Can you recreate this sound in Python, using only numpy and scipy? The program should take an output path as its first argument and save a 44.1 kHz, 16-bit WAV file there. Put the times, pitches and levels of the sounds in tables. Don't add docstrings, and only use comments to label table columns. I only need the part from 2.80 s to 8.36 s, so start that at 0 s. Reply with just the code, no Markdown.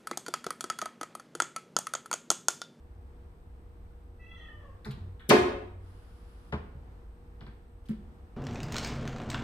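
import sys
import numpy as np
from scipy import signal
from scipy.fft import rfft, irfft, next_fast_len
from scipy.io import wavfile
from scipy.ndimage import uniform_filter1d

SR = 44100
rng = np.random.default_rng(int(sys.argv[2]) if len(sys.argv) > 2 else 0)


def unload_audio(sound):
    columns = np.transpose(np.atleast_2d(sound))
    steps = np.round(np.clip(columns, -1, 1) * 32767)
    wavfile.write(sys.argv[1], SR, steps.astype(np.int16))


N = 245372
TIME = np.arange(N) / SR
PAD = next_fast_len(N + SR)
FREQ = np.maximum(np.arange(PAD // 2 + 1) * SR / PAD, 1)

# frequency in Hz, relative density in dB.
VENT_SPECTRUM = [(11, -37), (18, -5.5), (72, -1.5), (93, -4), (110, -18), (183, -17), (210, -20.5),
                 (229, -22), (321, -21.5), (438, -24.5), (477, -23.5), (534, -31), (749, -28.5),
                 (2530, -46.5), (15400, -68.5)]
# frequency in Hz, side minus mid in dB.
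VENT_WIDTH = [(60, -18.5), (110, -17), (200, -10.5), (380, -6.5), (700, -3), (1290, 2), (2380, 0.5),
              (4400, 0.5), (8120, -4.5), (15000, 5)]
# centre in Hz, width in Hz, level in dB.
HISS_BANDS = [(8350, 1100, -85.5), (13300, 600, -96), (12530, 4000, -88.5)]
# frequency in Hz, level in dB.
HUM_LINES = [(54, -55), (242, -73), (350, -75), (479.5, -67.5), (13060, -101), (13566, -101)]
# start in seconds, length in seconds, level in dB.
DRONE_SWELLS = [(1.7, .36, -53.5), (2.13, 0.26, -41), (2.656, 0.596, -48)]
# frequency in Hz, t60 in seconds.
HALL_DECAY = [(60, 0.91), (250, 0.66), (1000, 0.64), (3000, 0.58), (6000, 0.42), (10000, 0.51),
              (16000, 0.19)]
# frequency in Hz, side minus mid in dB.
HALL_WIDTH = [(60, -21), (110, -11.5), (200, -15.5), (380, -7), (700, -1.5), (1290, 0.5), (2380, -0.5),
              (4400, 0), (8120, 0.5), (15000, 0.5)]
# centre in Hz, width in Hz, relative level in dB.
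RUB_COLOUR = [(1206, 1000, 11), (2990, 1800, 4), (4770, 1800, 1), (10580, 300, -1.2), (9200, 7500, 1)]
# frequency in Hz, gain in dB.
DOOR_RESPONSE = [(570, -8), (670, -28.5), (1100, -0.5), (1230, -9), (1400, -13), (1850, 0.5), (2050, -8),
                 (2400, -28), (2680, -7), (3050, -7), (3250, -19), (3380, -11), (3700, -38), (4050, -27.5),
                 (5000, -55), (6100, -33)]
# time in seconds, slip rate in Hz, gain in dB,
# tilt in dB per octave, extra gain of the 4th and of the 5th partial in dB.
HINGE_SLIPS = [
    [(1.38, 654, -65, 2, 3, -14), (1.45, 658.6, -57, 4, 5, -4.5), (1.5, 667, -55.5, 2, 4.5, 1),
     (1.58, 672, -52, 2, -9, 3.5), (1.67, 666, -61.5, 5, -6, 2), (1.74, 665, -78, 0, -6, 0)],
    [(1.54, 645, -64, 4, -6, 0), (1.62, 630.7, -56, 3, -6, 2), (1.72, 609.2, -60.5, -1, -8, 2),
     (1.8, 590, -64.5, -4, -8, 0), (1.9, 552, -65.5, -10.5, -5, 0), (1.925, 533, -77, -6, -10, 0),
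     (2.05, 508, -76.5, -6.5, -6, 0)],
]
# frequency in Hz, gain in dB, t60 in seconds.
CABINET_MODES = [(55.2, -1, 0.11), (74, 4.5, 0.47), (89.7, -4, 0.18), (113, 0.5, 0.2), (132.6, 4.5, 0.3),
                 (169, 0, 0.34), (197.6, -4, 0.37), (216.4, 1.5, 0.32), (241.2, -2, 0.15),
                 (279.2, -1.5, 0.29), (294, -2, .15), (324, -2.5, 0.16), (344.3, -2, .3), (364.5, 0, 0.37),
                 (416.2, 3, .2), (469.3, -8.5, 0.099), (549, 3, .22), (591.8, -4, 0.18), (643.6, 0, 0.16),
                 (723, 0, 0.42), (859, -4, 0.35), (923, -0.5, .25), (1030, -1, 0.092), (1079, -7, 0.37),
                 (1360, 7, 0.055), (1460, -7.5, .08), (1860, -3, 0.072)]
# start in seconds, gain in dB, centre in Hz, reach in octaves,
# share of the modes' t60 that rings.
DOOR_BLOWS = [(2.056, -40.5, 199, 0.24, 1), (2.062, -46, 403, 0.19, 1), (2.084, -39, 132, 0.18, 1),
              (2.131, -40.5, 131.4, 0.26, .8), (2.162, -45, 120, 0.72, 0.96), (2.49, -23, 252.2, .61, 0.92),
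              (2.496, -30, 113, 0.35, 0.71), (2.506, -20, 420, 0.77, 0.74), (2.508, -21.5, 960, 0.63, 0.74),
              (2.527, -17.5, 322, .45, .8), (2.543, -17.5, 348, 0.19, 0.87), (2.565, -37.5, 95.2, .6, 1),
              (2.599, -38.5, 99, 0.86, .9), (3.725, -31, 200, 0.55, 0.55), (3.727, -34, 66, 0.57, 1),
              (3.73, -44.5, 454, 0.42, 0.82), (3.947, -39, 84.4, 0.65, .7), (4.054, -50.5, 59.9, 0.7, 0.65),
              (4.61, -48.5, 172.3, 0.88, 0.58), (4.667, -49, 189, 0.71, 0.64),
              (5.094, -30.5, 166, 0.22, 0.49), (5.105, -47, 379, 0.36, 0.62),
              (5.093, -25.5, 219.2, 0.063, 0.73)]
# frequency in Hz, gain in dB, t60 in seconds.
CATCH_MODES = [(2980, 0, 0.035), (3340, -2, 0.029), (3680, -3, .02), (4033, -0.5, 0.014),
               (4500, -2.5, 0.014), (4850, -4.5, .016), (5243, -3.5, 0.016), (6650, -7.5, 0.016),
               (8770, -4, 0.0282)]
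# start in seconds,
# tick gain in dB, centre in Hz and reach in octaves, the same three for the snap, fizz gain in dB,
# left minus right in dB, extra hall send in dB.
LIGHT_CONTACTS = [(2.047, -40, 4050, .17, -46, 1720, 0.36, -56.5, 2, 0.5),
                  (2.056, -47, 6000, .3, -46, 910, 0.57, -61, 4, 3.5),
                  (2.108, -43.5, 4050, 0.17, -50.5, 3000, 0.43, -55.5, 1, -2.5),
                  (2.396, -53.5, 3430, .19, -54, 1550, .44, -74, 2.5, 6),
                  (3.7232, -46.5, 5000, .6, -30.5, 847, 1.0, -65.5, 3.5, -5),
                  (4.608, -52.5, 3910, 0.42, -51, 1100, 0.86, -79, 2.5, -1),
                  (4.665, -53.5, 4100, 0.24, -51.5, 1190, 0.76, -77, 2.5, -2),
                  (5.055, -68, 3000, .4, -65.5, 2800, 0.79, -69, 1.5, -0.5),
                  (5.086, -54.5, 4200, .9, -54, 1490, 0.7, -58.5, -2, -.5),
                  (5.108, -61.5, 3700, 0.31, -57.5, 1600, .88, -65, -2, -9)]
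# start in seconds,
# gain in dB, centre in Hz, reach in octaves, left minus right in dB, hall send in dB.
CLAP_STAGES = [(2.492, -18.5, 7480, 1, 5.5, -7), (2.497, -17.5, 2700, 0.9, 1.5, 1.2),
               (2.502, -14.5, 2600, .8, 4.5, -1.5), (2.507, -9, 1050, 0.92, 2.5, -0.9)]


def undb(db):
    return 10 ** (np.asarray(db) / 20)


def unit(x):
    return x / np.sqrt(np.mean(x ** 2))


def on_log(table, hz):
    freqs, values = np.transpose(table)
    return np.interp(np.log(hz), np.log(freqs), values)


def shape(x, gain):
    return irfft(rfft(x, PAD) * gain, PAD)[..., :N]


def bell(hz, centre_hz, octaves):
    return np.exp(-.5 * (np.log2(hz / centre_hz) / octaves) ** 2)


def band(hz, width_hz):
    phases = np.exp(2j * np.pi * rng.random((2, len(FREQ))))
    return unit(irfft(phases / (1 + (2 * (FREQ - hz) / width_hz) ** 2), PAD)[:, :N])


def walk(rate_hz):
    hold = int(SR / rate_hz)
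    steps = np.repeat(rng.standard_normal(N // hold + 1), hold)
    return unit(uniform_filter1d(uniform_filter1d(steps, hold), hold)[:N])


def spread(width_table, length):
    mid, side = rfft(rng.standard_normal((2, length)), PAD)
    return mid + np.array([[1], [-1]]) * side * undb(on_log(width_table, FREQ))


def swell(start_s, length_s, db, attack_s=.1, release_s=.1):
    ramp = np.minimum((TIME - start_s) / attack_s, (start_s + length_s - TIME) / release_s)
    return undb(db) * np.sin(np.clip(ramp, 0, 1) * np.pi / 2) ** 2


def ventilation(level_db=-50, crossover_hz=110):
    noise = spread(VENT_WIDTH, N) * undb(on_log(VENT_SPECTRUM, FREQ))
    bass = 1 / (1 + (FREQ / crossover_hz) ** 4)
    rumble = irfft(noise * bass, PAD)[:, :N] * undb(walk(8.3))
    rush = irfft(noise * (1 - bass), PAD)[:, :N] * undb(.98 * walk(7.1))
    return unit(rumble + rush) * undb(level_db)


def room_tone(drone_hz=91.8):
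    air = ventilation()
    hiss = sum(undb(db) * band(hz, width) for hz, width, db in HISS_BANDS)
    hum = sum(undb(db + .9 * walk(4.7)) * np.sin(2 * np.pi * hz * TIME) for hz, db in HUM_LINES)
    drone = sum(swell(*row) for row in DRONE_SWELLS) * np.sin(2 * np.pi * drone_hz * TIME)
    return air + hiss + np.sqrt(2) * (hum + drone)


def hall(send, rise_s=.002):
    noise, t, tail = spread(HALL_WIDTH, SR), np.arange(SR) / SR, 0
    for hz in 45 * 2 ** np.arange(0, 9, .5):
        part = irfft(noise * bell(FREQ, hz, octaves=.25), PAD)[:, :SR]
        tail = tail + part * undb(-60 * t / on_log(HALL_DECAY, hz))
    tail *= 1 - np.exp(-t / rise_s)
    tail /= np.sqrt(np.sum(tail ** 2) / 2)
    return shape(send, rfft(tail, PAD))


def hand_rub():
    hiss = sum(undb(db) * band(hz, width) for hz, width, db in RUB_COLOUR)
    return hiss * swell(start_s=2.95, length_s=.78, db=-80, attack_s=.15, release_s=.04)


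def hinge(slips, wobble=.013, flutter_db=4.5):
    times, hz, db, tilts, *extra_db = np.transpose(slips)
    span = slice(int(times[0] * SR), int(times[-1] * SR))
    t, out = TIME[span], np.zeros(N)
    slip_hz = np.interp(t, times, hz) * (1 + wobble * walk(220)[span])
    phase = 2 * np.pi * np.cumsum(slip_hz) / SR
    tilt = np.interp(t, times, tilts)
    for k in range(1, 10):
        colour_db = on_log(DOOR_RESPONSE, k * slip_hz) + tilt * np.log2(k / 3)
        if k in (4, 5):
            colour_db += np.interp(t, times, extra_db[k - 4])
        out[span] += undb(colour_db + flutter_db * walk(110)[span]) * np.sin(k * phase)
    out[span] *= signal.windows.tukey(len(t), .15)
    return out * undb(np.interp(TIME, times, db, left=-140, right=-140))


def catch(rise_s=.00051, lag_s_per_db=2e-5, send_db=-.5):
    out, t = np.zeros((3, N + SR)), np.arange(SR // 10) / SR
    hz, db, t60 = np.transpose(CATCH_MODES)[:, :, None]
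    for start, tick_db, centre_hz, reach, *_, pan_db, extra_db in LIGHT_CONTACTS:
        offset = rng.random(hz.shape)
        fade = bell(hz, centre_hz, reach) * undb(tick_db + db - 60 * t / t60)
        fade *= 1 - np.exp(-t / rise_s)
        i = int(start * SR)
        for channel, side_db in enumerate((pan_db / 2, -pan_db / 2, 0)):
            phase = 2 * np.pi * (hz * (t + side_db * lag_s_per_db) + offset)
            gain = undb(side_db if channel < 2 else send_db + extra_db)
            out[channel, i:i + len(t)] += gain * np.sum(fade * np.sin(phase), axis=0)
    return out[:, :N]


def cabinet(scatter_db=2, detune=.013, skew_rad=.68, skew_hz=800):
    out, t = np.zeros((2, N + SR)), np.arange(SR // 2) / SR
    hz, db, t60 = np.transpose(CABINET_MODES)[:, :, None]
    sign = (-1.) ** np.arange(len(hz))[:, None]
    for start, blow_db, centre_hz, reach, share in DOOR_BLOWS:
        level_draw, pitch_draw, skew_draw = rng.standard_normal((3, len(hz), 1))
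        push_s = .0021 * undb(.35 * (-30.5 - blow_db))
        mode_db = db + scatter_db * level_draw - 60 * t / (share * t60)
        fade = bell(hz, centre_hz, reach) * sign * undb(mode_db)
        phase = 2 * np.pi * hz * (1 + detune * pitch_draw) * t
        skew = skew_rad * skew_draw * hz / (hz + skew_hz)
        ring = np.array([np.sum(fade * np.sin(phase + side * skew), axis=0) for side in (1, -1)])
        i = int(start * SR)
        out[:, i:i + len(t)] += undb(blow_db) * ring * (1 - np.exp(-t / push_s))
    return out[:, :N]


def crack(start, db, centre_hz, reach, pan_db, send_db, rise_s, t60, lag_s_per_db=6e-5):
    length, lead = 8192, 256
    t = np.maximum(np.arange(length) - lead, 0) / SR
    hz = np.maximum(np.arange(length // 2 + 1) * SR / length, 1)
    fade = undb(-60 * t / t60) * (1 - np.exp(-t / rise_s))
    grains = rfft(rng.standard_normal(length) * fade)
    even = grains / np.sqrt(uniform_filter1d(np.abs(grains) ** 2, size=48))
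    side_db = np.array([[pan_db / 2], [-pan_db / 2], [0]])
    early_s = side_db * lag_s_per_db / (1 + (hz / 5000) ** 4)
    burst = irfft(even * bell(hz, centre_hz, reach) * np.exp(2j * np.pi * hz * early_s))
    burst *= np.sqrt(np.sum(fade ** 2) / np.sum(burst[2] ** 2))
    out, i = np.zeros((3, N + length)), int(start * SR) - lead
    out[:, i:i + length] = burst * undb(db + side_db + [[0], [0], [send_db]])
    return out[:, :N]


def frame_taps(delay_s=.001):
    out = np.zeros((3, N))
    for start, _, _, _, snap_db, snap_hz, snap_reach, fizz_db, pan_db, extra_db in LIGHT_CONTACTS:
        out += crack(start + delay_s, snap_db, snap_hz, snap_reach, pan_db,
                     send_db=extra_db - 4.5, rise_s=.002, t60=.13)
        out += crack(start + delay_s, fizz_db, centre_hz=8500, reach=.6, pan_db=pan_db,
                     send_db=extra_db - 4, rise_s=.0025, t60=.055)
    return out


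def clap(ring_cycles=26.5):
    return sum(crack(start, db, hz, reach, pan_db, send_db, rise_s=.0016, t60=.022 + ring_cycles / hz)
               for start, db, hz, reach, pan_db, send_db in CLAP_STAGES)


def scene(squeak_send_db=-3.5, wood_send_db=-2.5, bass_cut_hz=222):
    squeak = sum(hinge(slips) for slips in HINGE_SLIPS)
    wood = cabinet()
    edges = clap() + frame_taps() + catch()
    far_wood = shape(wood.mean(axis=0), 1 / (1 + bass_cut_hz / (1j * FREQ)) ** 2)
    echo = hall(undb(squeak_send_db) * squeak + undb(wood_send_db) * far_wood + edges[2])
    return squeak + wood + edges[:2] + echo + hand_rub() + room_tone()


def record(dry):
    top_hz = 15550
    return signal.sosfilt(signal.ellip(10, .2, 70, top_hz, fs=SR, output="sos"), dry)


dry = scene()
out = record(dry)
unload_audio(out)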